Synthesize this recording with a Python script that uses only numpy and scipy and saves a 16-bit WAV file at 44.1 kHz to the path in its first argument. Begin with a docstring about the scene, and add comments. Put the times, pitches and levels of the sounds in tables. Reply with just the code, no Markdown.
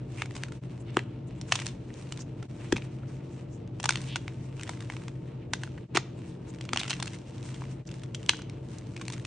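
"""Dry chalk blocks snap and crush in two hands over a tray of powder, heard close in a small room.
Each fracture is a snap with a brief avalanche of smaller breaks that ring the fragment; damped thumps join.
Each squeeze swells and eases, grinding powder and breaking crumbs; faces stick and slip, and skin hisses.
A fan, moving air with narrow resonances, hums low throughout, and the whole level dips briefly four times."""
import sys
import numpy as np
from scipy import signal
from scipy.fft import rfft, irfft, next_fast_len
from scipy.io import wavfile
from scipy.ndimage import uniform_filter1d

SR = 44100
rng = np.random.default_rng(int(sys.argv[2]) if len(sys.argv) > 2 else 0)


def to_wav(s):
    """Save 16-bit WAV."""
    ch = np.atleast_2d(s).T  # columns
    pcm = np.round(np.clip(ch, -1, 1) * 32767)  # PCM
    wavfile.write(sys.argv[1], SR, pcm.astype(np.int16))


N = 408366
TIME = np.arange(N) / SR


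def undb(db):
    """Logarithmic level: decibels become an amplitude gain."""
    return 10 ** (np.asarray(db) / 20)


def unit(x):
    """Normalisation of power: scale to rms 1."""
    return x / np.sqrt(np.mean(x ** 2) + 1e-20)


def decay(t, t60_s):
    """Exponential decay: 60 dB are lost in each t60."""
    return np.exp(-np.log(1000) * t / t60_s)


def shape(points, size):
    """Spectral envelope: gain of a (Hz, dB) curve at each bin of a transform, on a log frequency axis."""
    hz, db = np.transpose(points)
    bin_hz = np.arange(size // 2 + 1) * SR / size
    return undb(np.interp(np.log(bin_hz + 1), np.log(hz), db))


def colour(x, points):
    """Linear filtering: multiply the spectrum of a sound by an envelope."""
    size = next_fast_len(len(x))
    return irfft(rfft(x, size) * shape(points, size), size)[:len(x)]


def lowpass(x, hz):
    """Second-order causal low-pass."""
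    return signal.sosfilt(signal.butter(2, hz, fs=SR, output="sos"), x)


def band(x, lo_hz, hi_hz, order=2):
    """Causal band-pass."""
    return signal.sosfilt(signal.butter(order, [lo_hz, hi_hz], "bp", fs=SR, output="sos"), x)


def split(x, edges_hz):
    """Complementary filtering: neighbouring zero-phase bands that sum back to the sound above the first edge."""
    above = []
    for hz in edges_hz:
        highpass = signal.butter(3, hz, "hp", fs=SR, output="sos")
        above.append(signal.sosfiltfilt(highpass, x))
    return [a - b for a, b in zip(above, above[1:] + [0])]


def ring(x, hz, width_hz):
    """Resonance: one mode, gain 1 at its centre."""
    return signal.lfilter(*signal.iirpeak(hz, hz / width_hz, fs=SR), x)


def flicker(per_s):
    """Slow random modulation: random levels joined smoothly, rms 1."""
    hold = max(int(SR / per_s), 1)
    steps = np.repeat(rng.standard_normal(N // hold + 1), hold)
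    return unit(uniform_filter1d(steps, hold)[:N])


def ticks(per_s, scatter_db):
    """Poisson process: random clicks of very unequal size and either sign, rms 1."""
    sizes = undb(scatter_db * np.minimum(rng.exponential(size=N), 4))
    signs = rng.choice([-1, 1], N)
    return unit(sizes * signs * (rng.random(N) < per_s / SR))


# Stereo width. Each row: frequency in Hz, gain of the side sound in dB.
SIDE_WIDTH = [(110, -46), (190, -34), (330, -9.5), (580, -0.5), (1020, -3), (1800, -14.5), (3180, -5.5),
              (5600, -3.5), (9880, 0.5)]


def spread(mid, side):
    """Decorrelation: left and right from two unrelated sounds, with the bass kept in the centre."""
    return mid + colour(side, SIDE_WIDTH) * np.array([[1], [-1]])


def pan(left_minus_right_db):
    """Level difference between the channels: half the decibels to each, in opposite directions."""
    return undb(np.array([[left_minus_right_db], [-left_minus_right_db]]) / 2)


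def add(out, s, sound, pan_db=0):
    """Superposition: mix a short sound in at its time and place."""
    i = int(s * SR)
    part = sound[..., :max(N - i, 0)]
    out[:, i:i + part.shape[-1]] += pan(pan_db) * part


# Spectrum of the fan's moving air. Each row: frequency in Hz, relative density in dB per Hz.
FAN_AIR = [(20, -31), (35, -17.5), (52, -4), (90, -4), (160, 0.5), (205, -8), (260, -8.5), (380, -10.5),
           (480, -14), (540, -17), (740, -22.5), (1050, -31.5), (1250, -31), (4000, -69)]
# Resonances of the fan's drone. Each row: frequency in Hz, width in Hz, rms level in dB.
FAN_DRONE = [(104.7, 5.5, -50), (121.6, 2.46, -45.5), (132.2, 3.94, -43.5), (180.4, 25, -52),
             (234.6, 24, -55), (298, 44, -53.5), (337.8, 41, -54), (452, 27, -62.5), (590.4, 23, -66),
             (901, 22, -71)]


def fan(air_db=-45, steady=0.33, slow_rate=500):
    """Broadband flow noise with narrowband resonances: noise-modulated carriers, their swings partly evened."""
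    out = undb(air_db) * unit(colour(rng.standard_normal(N), FAN_AIR))
    slow_time = np.arange(0, next_fast_len(N) / SR, 1 / slow_rate)
    count = len(slow_time)
    for hz, width_hz, db in FAN_DRONE:
        narrow = signal.butter(2, width_hz / 2, fs=slow_rate, output="sos")
        sway = signal.sosfiltfilt(narrow, rng.standard_normal((2, 2 * count)))
        sway = sway[:, count // 2:][:, :count]  # away from the filter's ends
        sway = sway / np.hypot(*sway) ** steady
        a, b = (np.interp(TIME, slow_time, part) for part in sway)
        phase = 2 * np.pi * hz * TIME
        out = out + undb(db) * unit(a * np.cos(phase) + b * np.sin(phase))
    return out


# Spectrum the room gives back. Each row: frequency in Hz, gain in dB.
ROOM_COLOUR = [(150, -10.5), (500, 3.5), (1000, -3.5), (1700, -3.5), (2600, 1), (3400, 4), (4500, 1.5),
               (6500, 3.5), (9500, -3)]


def room_response(t60_s=0.5, treble_t60_s=0.36, early_db=-22.0, early_s=0.01, gap_s=0.0086, tail_db=-20,
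                  size=22050):
    """Reverberant decay: early reflections build over a gap, then a tail whose treble dies sooner."""
    t = np.arange(size) / SR
    noise = colour(rng.standard_normal(size), ROOM_COLOUR)
    low, high = split(noise, edges_hz=[150, 4200])
    tail = low * decay(t, t60_s) + high * decay(t, treble_t60_s)
    early = noise * np.exp(-t / early_s) * np.clip(t / gap_s, 0, 1) ** 4
    return (undb(tail_db) * unit(tail) + undb(early_db) * unit(early)) / np.sqrt(2 * size)


def room(x):
    """Convolution with an impulse response: quick reflections off tray and hands, then the room's faint tail."""
    centre = x.mean(axis=0)[None]
    response = spread(room_response(), room_response())
    return signal.fftconvolve(centre, response, axes=1)[:, :N]


# Skin brushing over dusty chalk. Each row: start in seconds, end in seconds, pitch at the start in Hz,
# pitch at the end in Hz, rms level in dB before the catching.
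SKIN_RUBS = [(0.342, 0.387, 7740, 6740, -57), (0.794, 0.828, 7500, 8160, -66.5),
             (0.85, 0.97, 2600, 2300, -59.5), (1.267, 1.295, 7700, 7300, -66),
             (1.345, 1.405, 7000, 7800, -69), (1.472, 1.523, 7300, 6760, -55.5),
             (2.187, 2.236, 6040, 6470, -55.5), (2.58, 2.716, 2000, 2700, -59.5),
             (3.07, 3.108, 5300, 5600, -65), (3.122, 3.205, 6000, 6770, -73),
             (3.174, 3.249, 1900, 1710, -70), (3.291, 3.442, 6960, 7900, -69.5),
             (3.485, 3.59, 6200, 7200, -70), (6.14, 6.22, 7600, 7940, -71), (6.277, 6.343, 3600, 2820, -68),
             (6.469, 6.518, 6640, 7600, -62.5), (7.867, 7.884, 5930, 6000, -51.5)]


def rubs(width_hz=1100, catch_db=3):
    """Friction noise: a soft narrow hiss, low-passed noise on a gliding carrier, that catches as it goes."""
    out = np.zeros((2, N))
    catch = undb(catch_db * flicker(55))
    for start, end, from_hz, to_hz, db in SKIN_RUBS:
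        u = np.linspace(0, 1, max(int((end - start) * SR), 64))
        grain = lowpass(rng.standard_normal((2, len(u))), width_hz)
        glide_hz = from_hz + (to_hz - from_hz) * u
        carrier = np.cos(2 * np.pi * np.cumsum(glide_hz) / SR)
        hiss = band(grain * carrier, 1000, 9300, order=6) * np.sin(np.pi * u)
        add(out, start, undb(db) * unit(spread(*hiss)))
    return out * catch


# Chalk faces sliding under pressure. Each row: start in seconds, end in seconds, slips per second at the
# start, pitch in Hz, width of each resonance in Hz, rms level in dB, unevenness of the slips from 0 to 1.
SLIDING_FACES = [(0.171, 0.234, 260, 2460, 795, -49.5, 0.3), (4.073, 4.163, 300, 3020, 1520, -47, 0.04)]


def squeaks(quicken=1.3, scatter_db=1.5, rasp=0.025, count=80):
    """Stick-slip friction: ever faster slips excite a resonance, and the creak swells and fades."""
    out = np.zeros((2, N))
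    for start, end, per_s, hz, width_hz, db, uneven in SLIDING_FACES:
        u = np.linspace(0, 1, max(int((end - start) * SR), 64))
        late, loud = rng.standard_normal((2, count))
        turns = np.cumsum(per_s * quicken ** u) / SR
        slip_at = np.searchsorted(turns, np.cumsum(np.exp(uneven * late)))
        slips = np.bincount(slip_at, undb(scatter_db * loud), len(u) + 1)[:len(u)]
        slips = slips + rasp * rng.standard_normal(len(u))
        resonant = ring(ring(slips, hz, width_hz), hz, width_hz)
        creak = band(resonant, 900, 6500) * np.sqrt(np.abs(np.sin(np.pi * u)))
        add(out, start, undb(db) * unit(creak))
    return out


# Squeezes of the hand. Each row: firmest moment in seconds, tightening time in seconds, letting-go time in
# seconds, grinding level in dB, crumb level in dB before the offset all crumbs share.
HAND_SQUEEZES = [(0.191, 0.1, 0.068, -56, -59), (0.378, 0.088, 0.19, -60.5, -58),
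                 (0.931, 0.11, 0.027, -71, -65), (1.591, 0.11, 0.13, -52, -50.5),
                 (1.97, 0.092, 0.2, -59.5, -61), (2.18, 0.13, 0.06, -64, -57.5),
                 (2.697, 0.23, 0.16, -59, -60), (3.119, 0.051, 0.16, -67, -68),
                 (3.37, 0.15, 0.075, -66, -73), (3.53, 0.046, 0.08, -69, -79),
                 (3.959, 0.095, 0.19, -53.5, -50), (4.309, 0.15, 0.14, -63.5, -63),
                 (4.65, 0.089, 0.21, -57, -51.5), (4.929, 0.13, 0.26, -62.5, -59.5),
                 (5.619, 0.086, 0.13, -64, -59.5), (6.24, 0.25, 0.26, -73, -76),
                 (6.63, 0.17, 0.037, -67.5, -57), (6.849, 0.077, 0.13, -52.5, -45.5),
                 (7.07, 0.11, 0.15, -57.5, -54), (7.521, 0.23, 0.18, -57, -54),
                 (7.76, 0.089, 0.065, -77, -71), (7.919, 0.084, 0.17, -69.5, -57.5),
                 (8.329, 0.17, 0.074, -61, -60), (8.732, 0.12, 0.28, -62.5, -61),
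                 (9.12, 0.2, 0.14, -59.5, -54.5)]


def pressure():
    """Addition of powers: each squeeze swells to its level and eases off along a bell curve."""
    t, power = np.linspace(0, N / SR, N // 100), 0
    for s, rise_s, fall_s, db, _ in HAND_SQUEEZES:
        bell = np.exp(-((t - s) / np.where(t < s, rise_s, fall_s)) ** 2)
        power = power + (undb(db) * bell) ** 2
    return np.interp(TIME, t, np.sqrt(power))


# Spectrum of grinding powder. Each row: frequency in Hz, relative density in dB per Hz.
POWDER_COLOUR = [(350, -20), (700, -6), (1000, 5.5), (1200, -0.5), (1700, 0.5), (2750, 2), (3400, -3.5),
                 (4000, -3.5), (4800, -6.5), (5700, -4), (7000, -6.5), (8800, -6.5), (9600, -15),
                 (10400, -39.5), (12000, -53)]


def grains():
    """Granular noise: fine grains and a few coarser crumbs break over a smooth rub of dust."""
    breaking = ticks(per_s=1800, scatter_db=4) + .65 * ticks(per_s=70, scatter_db=3.5)
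    dust = rng.standard_normal(N)
    return colour(breaking + dust, POWDER_COLOUR)


def grinding(rest_db=-63, rest_fine_db=-79.5, fine_db=-3.0, stir_db=1, stir_fine_db=6.5, grit_db=-2.5):
    """Pressure-driven friction: grip sets loudness and brightness over a resting stir; grit crackles if firm."""
    grip = pressure()
    jerks, stir = flicker(30), flicker(12)
    bands = split(spread(grains(), grains()), edges_hz=[300, 1400, 2300, 3300, 4500, 6000, 7800])
    bands = [part * undb(1.7 * flicker(22)) for part in bands]  # each band flickers by itself
    low = sum(bands[:4]) * undb(1.6 * jerks)
    high = sum(bands[4:]) * undb(2.5 * jerks)
    # resting fingers and grip add as powers
    body = unit(low) * np.hypot(undb(rest_db + stir_db * stir), grip)
    fine = unit(high) * np.hypot(undb(rest_fine_db + stir_fine_db * stir), undb(fine_db) * grip)
    crackle = [colour(ticks(per_s=260, scatter_db=4), CHALK_COLOUR) for _ in range(2)]
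    grit = undb(grit_db) * unit(spread(*crackle)) * grip * np.sqrt(grip / grip.max())
    return body + fine + grit


# Blocks giving way between the palms. Each row: start in seconds, pitch in Hz, peak level in dB,
# 60 dB decay time in seconds, left minus right in dB.
PALM_THUMPS = [(0.361, 161, -28, 0.018, 1), (0.9707, 357, -14, 0.016, 3), (2.7262, 334, -11.5, 0.019, 3.5),
               (2.734, 90, -25, 0.029, 0), (2.744, 200, -27, 0.019, 0), (2.767, 196, -28, 0.014, 3),
               (5.952, 350, -21.5, 0.021, 4), (5.9728, 370, -23, 0.024, 8), (6.735, 284, -27.5, 0.013, 4),
               (6.798, 195, -33, 0.027, 0), (8.293, 407, -31, 0.013, 1)]


def thumps(push_s=0.0014, size=4096):
    """Damped oscillation: the two halves kick against the palms, which damp them within a few cycles."""
    out, t = np.zeros((2, N)), np.arange(size) / SR
    push = (1 - np.exp(-t / push_s)) ** 2
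    for s, hz, db, t60_s, pan_db in PALM_THUMPS:
        swing = np.sin(2 * np.pi * hz * t) * decay(t, t60_s) * push
        add(out, s, undb(db) * swing / np.abs(swing).max(), pan_db)
    return out


# Spectrum of one break in chalk. Each row: frequency in Hz, relative density in dB per Hz.
CHALK_COLOUR = [(300, -20.5), (600, -0.5), (900, 1), (1200, -1.5), (1550, -2), (2700, -4), (3900, -6.5),
                (5000, -8.5), (5800, -7.5), (8300, -11.5), (9300, -15), (10500, -39.5)]


def snap(size=512):
    """Minimum phase: folding the cepstrum gives the causal click of one break in chalk."""
    cepstrum = irfft(np.log(shape(CHALK_COLOUR, size)))
    cepstrum[1:size // 2] *= 2
    cepstrum[size // 2 + 1:] = 0
    return irfft(np.exp(rfft(cepstrum)))


LEAD = 256  # samples of lead-in before each snap
# Modes of a fragment. Each row: multiple of its ring frequency, gain in dB.
MODES = [(1, 5.5), (1.57, -5.5), (2.31, -5.5)]


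def fracture(level_db, hz, body_db, treble_db, length_s, breaks_per_s=4200, follow=0.68, stretch=2.6,
             lead_in_db=-21, lead_in_s=0.0043, crumbs_db=-27, crumbs_s=0.02, ring_q=6.2, reach=1.534,
             side_db=-3.5, small_hz=1500, first_hz=4500, first_db=3, size=2048):
    """Brittle avalanche: a faint crackle leads in, a snap sets off breaks that ring the fragment, crumbs tick."""
    t = (np.arange(size) - LEAD) / SR
    sizes, chance = rng.standard_normal((2, size)), rng.random((2, size))
    avalanche = np.exp(-(t / (stretch * length_s)) ** 2 / 2)
    avalanche = avalanche + undb(crumbs_db) * np.exp(-np.abs(t) / crumbs_s)
    lead_in = undb(lead_in_db) * np.exp(-np.abs(t) / lead_in_s)
    breaks = follow * sizes * (chance < breaks_per_s / SR) * np.where(t < 0, lead_in, avalanche)
    # small breaks are thin and scatter to the sides
    breaks = signal.lfilter(*signal.butter(1, small_hz, "hp", fs=SR), breaks)
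    # the first snap is full and straight ahead
    first = signal.lfilter(*signal.butter(1, first_hz, fs=SR), 1. * (t == 0))
    breaks[0] += undb(first_db) * first
    burst = signal.fftconvolve(breaks, snap()[None], axes=1)[:, :size]
    burst = burst + sum(undb(db) * ring(burst, multiple * hz, hz / ring_q) for multiple, db in MODES)
    treble_hz = np.clip(reach * hz, 2500, 5500)  # a smaller fragment rings further up
    parts = split(burst, edges_hz=[590, 1400, treble_hz])
    # each band's mid energy equals that of rms 1 held for 10 ms
    low, middle, high = (part / np.sqrt(np.sum(part[0] ** 2) / (.01 * SR)) for part in parts)
    mid, side = undb(level_db) * (undb(body_db) * low + middle + undb(treble_db) * high)
    return spread(mid, undb(side_db) * side)


def crumbs(crumb_db=-5, scatter_db=2.6, edge_db=-7, hz=2100, octaves=0.42, body_db=-11.5,
           body_db_per_octave=11.5, treble_db=-3, treble_scatter_db=3, length_s=0.0007, count=12):
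    """Size scaling: squeezes break pieces, loudest where firmest; a bigger one rings lower with more body."""
    out = np.zeros((2, N))
    for s, rise_s, fall_s, _, db in HAND_SQUEEZES:
        # -1 closing, 0 firmest, 1 let go
        stages = 2 * (np.arange(count) + rng.random(count)) / count - 1
        chances = np.clip(rng.standard_normal((count, 3)), -2, 2)
        for u, (loud, small, bright) in zip(stages, chances):
            octaves_up = octaves * small
            tick = fracture(crumb_db + db + edge_db * u ** 2 + scatter_db * loud,
                            hz * 2 ** octaves_up,
                            body_db - body_db_per_octave * octaves_up,
                            treble_db + treble_scatter_db * bright,
                            length_s)
            at_s = s + u * (rise_s if u < 0 else fall_s)
            add(out, max(at_s - LEAD / SR, 0), tick)
    return out


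# The loud fractures. Each row: time of the snap in seconds, level of the middle band in dB, ring of the
# fragment in Hz, body relative to the level in dB, treble relative to the level in dB,
# length of the avalanche in seconds before its stretch.
LOUD_FRACTURES = [(0.22, -32, 2320, -6.5, -13.0, 0.0007), (0.258, -50, 2260, -3, -3.5, 0.00065),
                  (0.309, -55, 2000, 0, -3.5, 0.00086), (0.3525, -53.0, 2100, 1, 4, 0.0017),
                  (0.3648, -47, 3030, -3, -6, 0.001), (0.376, -57, 2950, -17, 0, 0.002),
                  (0.4355, -37, 2250, -12, -5.5, 0.00045), (0.484, -58.5, 1480, -2, 0, 0.0015),
                  (0.521, -56, 1370, 3, 2.5, 0.0011), (0.9444, -60.0, 1970, -14, -3, 0.0009),
                  (0.9696, -29, 950, 4, -7, 0.0006), (0.9917, -36.5, 1830, -12, -13, 0.0008),
                  (1.4132, -58, 2330, 3, 13.5, 0.0012), (1.5217, -22.5, 2650, -5.5, -6, 0.00084),
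                  (1.526, -38, 2650, -11, 0, 0.00082), (1.5388, -46.0, 2760, -13, -3, 0.0012),
                  (1.547, -53, 3480, 0, 3, 0.001), (1.555, -32.5, 3500, -7, -3.5, 0.0015),
                  (1.5902, -40, 2500, -9.5, -11, 0.001), (1.6003, -45, 2220, -13, 1.5, 0.0012),
                  (1.618, -43.5, 2100, -8, -5, 0.0016), (1.66, -50, 3750, -19, 4, 0.00041),
                  (1.6665, -44.5, 2270, -6, 6, 0.0006), (1.677, -51, 4200, -14, 0.0, 0.00091),
                  (1.686, -48, 3700, -22, -6.0, 0.0036), (1.9032, -56, 2120, -8, -20, 0.0008),
                  (1.94, -66, 2840, -9, 9, 0.0005), (2.123, -43.0, 2940, -6.5, 0, 0.0007),
                  (2.1745, -51.5, 3830, -11, -6, 0.0006), (2.191, -56, 2720, 1, -4.0, 0.0023),
                  (2.219, -61, 2800, -6, 7, 0.0015), (2.427, -56.5, 1380, 6, 2, 0.0012),
                  (2.645, -59, 1940, 0, -9, 0.0009), (2.724, -33.5, 1660, -1, 1, 0.001),
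                  (2.7608, -45, 2330, -6, -8, 0.0012), (2.765, -35.5, 2430, -7, -12, 0.0011),
                  (2.772, -54, 2390, -16.0, 4.5, 0.0018), (2.7812, -50, 2280, 1, -8, 0.001),
                  (2.821, -48, 2420, -17, -17, 0.00061), (3.032, -62, 1420, 2, -15, 0.0014),
                  (3.676, -64, 3200, -10, -4, 0.00065), (3.8, -45.0, 2970, 0, -2, 0.0012),
                  (3.8294, -48, 3690, -9.5, 2.5, 0.0009), (3.8408, -44, 1030, 9.5, 10, 0.0014),
                  (3.8566, -40.5, 1010, 7.5, 8, 0.0012), (3.891, -27, 1480, -3.5, 2, 0.0011),
                  (3.9067, -32.5, 2250, -6, -0.5, 0.00064), (3.924, -41, 3840, -10, -8.5, 0.00045),
                  (3.935, -50, 2900, -10, -1, 0.0008), (3.9569, -33, 2940, -15, -11, 0.00047),
                  (3.972, -46, 3930, -12, -8, 0.001), (4.016, -52.5, 3920, -17.5, 2, 0.00088),
                  (4.042, -54.0, 2590, -15, -12.5, 0.00045), (4.1585, -35, 1530, -4.0, 0.5, 0.00071),
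                  (4.164, -44, 2370, -5, -0.5, 0.0018), (4.28, -40.5, 2300, -9, -11.5, 0.00035),
                  (4.596, -47, 2580, -13, -14, 0.00046), (4.6108, -49, 2670, -7.0, -4.0, 0.0009),
                  (4.6336, -43.5, 3220, -18, -1, 0.0006), (4.668, -53.5, 3230, -7.5, -21, 0.0007),
                  (4.678, -53, 3080, -9.5, -17, 0.0006), (4.6932, -45, 965, 6.5, 2, 0.00088),
                  (4.8056, -55, 1490, -5.5, 5, 0.00083), (4.824, -56.5, 1440, -2.5, 2.0, 0.00094),
                  (4.9, -39.5, 2250, -4, -14, 0.0011), (4.922, -53, 2200, -4, -4, 0.0006),
                  (4.937, -57, 1620, 3.0, -0.5, 0.0008), (4.967, -46.5, 2450, -6, -13, 0.00055),
                  (5.0815, -51, 1580, -1, 2, 0.00085), (5.535, -35, 1600, 0, 5, 0.00096),
                  (5.635, -44, 1550, 0.5, 1, 0.00084), (5.6753, -57.5, 1430, 1.5, -6, 0.00062),
                  (5.778, -53.5, 1860, -2.5, -11, 0.0019), (5.9489, -33.5, 2360, -1, -2.5, 0.0054),
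                  (5.9608, -31.5, 2940, -16, -13.0, 0.00073), (5.971, -26.5, 1980, 2.5, -0.5, 0.0015),
                  (6.6104, -45, 3050, -10.5, -7, 0.0012), (6.6524, -63, 1450, 4, 11, 0.00076),
                  (6.691, -41, 2710, -10, -15, 0.00055), (6.733, -35, 1420, 2.5, 3.5, 0.00071),
                  (6.745, -49, 2900, -18, -1, 0.0011), (6.7607, -37.5, 2600, 2.5, -4, 0.00091),
                  (6.7733, -28, 2830, -13, -8, 0.0005), (6.785, -45, 2900, -12, -7, 0.001),
                  (6.794, -38, 4010, -26.0, -4.0, 0.0016), (6.8004, -34, 3790, -20, -12, 0.0022),
                  (6.814, -39, 2430, -6.5, -9.0, 0.0015), (6.833, -36.5, 2960, -13.5, -12, 0.00043),
                  (6.844, -48, 2800, -10, -11, 0.0008), (6.853, -49.5, 1380, -3, -2, 0.0013),
                  (6.862, -50, 2600, -10, -8, 0.0008), (6.8795, -41.5, 2930, -12, -7, 0.0014),
                  (6.8972, -40, 2630, -11, 2.5, 0.0027), (6.9066, -32, 3700, -13.5, -6, 0.00055),
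                  (6.911, -34.5, 2950, -10, -11.5, 0.0018), (6.9307, -36, 2850, -21, -15, 0.00074),
                  (6.936, -40, 2620, -18, -6, 0.0014), (7.0, -42.5, 3400, -1, -5, 0.0015),
                  (7.0262, -43.5, 1540, 2.5, 8.5, 0.001), (7.058, -49.0, 4030, -7.0, -1, 0.0009),
                  (7.072, -52, 1530, -1.5, 5, 0.0009), (7.0774, -42, 2970, -16.0, -9.0, 0.00071),
                  (7.142, -51, 2100, -14, -1.5, 0.0028), (7.5438, -50.5, 3270, -11, -9.0, 0.00083),
                  (7.62, -60.5, 1030, 16.5, -3.5, 0.00039), (7.6387, -57.5, 2380, 1, -20, 0.0009),
                  (7.89, -53, 2550, -16, -7.5, 0.00081), (7.915, -54.0, 2940, -14.0, -3, 0.00088),
                  (7.941, -56.0, 2310, -14, -1, 0.00091), (8.035, -51, 3680, -9, -5.5, 0.0017),
                  (8.147, -39.0, 3230, -34, -4.5, 0.0014), (8.23, -53, 3060, -19, -6, 0.0007),
                  (8.2623, -51, 3010, -26.5, -1.5, 0.00056), (8.293, -19.5, 2700, -16, -7, 0.00048),
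                  (8.294, -23, 3700, -17, -9.5, 0.00068), (8.2965, -38.5, 940, -1, -1, 0.0012),
                  (8.3343, -47, 1490, 3, -4, 0.0007), (8.345, -48, 3240, -8.0, -17, 0.00093),
                  (8.369, -63.5, 2910, -7.0, 12, 0.001), (8.391, -55, 1440, 3, -3, 0.0015),
                  (8.419, -52.5, 2580, -8, -0.5, 0.00091), (8.4977, -54.5, 2310, -10, 1, 0.00068),
                  (8.7848, -61.5, 4100, -13.0, 9.5, 0.001), (8.9648, -46.0, 2260, -13, -5.0, 0.001),
                  (8.976, -52, 2450, -12, -8.5, 0.0012), (9.0133, -48, 1050, 1.0, 2, 0.0021),
                  (9.053, -57, 2450, -14, 2, 0.00069), (9.0813, -43.0, 2630, -6, 1, 0.00058),
                  (9.1008, -55.0, 1010, 7, 10.5, 0.0012), (9.123, -50.0, 3700, -14, 1, 0.002),
                  (9.134, -48.5, 2350, -7, 2.5, 0.003), (9.18, -60.0, 1390, 0.5, 4.5, 0.00054),
                  (9.2501, -42, 2700, -9, -3.5, 0.00073)]


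def cracks():
    """Brittle fracture: the blocks and their larger pieces break."""
    out = np.zeros((2, N))
    for s, *settings in LOUD_FRACTURES:
        add(out, s - LEAD / SR, fracture(*settings))
    return out


def scene(hum_pan_db=1.08):
    """Superposition of sources: the chalk and its room over the fan."""
    chalk = cracks() + crumbs() + thumps() + squeaks() + rubs()
    hum = spread(fan(), fan()) * pan(hum_pan_db)
    return chalk + room(chalk) + grinding() + hum


# Brief dips of the whole level. Each row: lowest moment in seconds, then the times in seconds of a full
# linear fade down and back up; a floor cuts both short.
LEVEL_DIPS = [(0.609, 0.037, 0.026), (2.478, 0.026, 0.022), (5.876, 0.043, 0.046), (7.846, 0.043, 0.024)]


def record(dry, dip_db=-21, hiss_db=-79, top_hz=10400):
    """Gain, saturation and band limit: the level dips over faint hiss, peaks are rounded, the top is cut."""
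    gain = 1
    for s, fade_s, back_s in LEVEL_DIPS:
        slope = np.maximum((s - TIME) / fade_s, (TIME - s) / back_s)
        gain = gain * np.clip(slope, undb(dip_db), 1)
    hiss = undb(hiss_db) * unit(band(rng.standard_normal((2, N)), 1000, 8000, order=6))
    rounded = np.tanh(dry * gain + hiss)
    return signal.sosfilt(signal.butter(10, top_hz, fs=SR, output="sos"), rounded)


dry = scene()
out = record(dry)
to_wav(out)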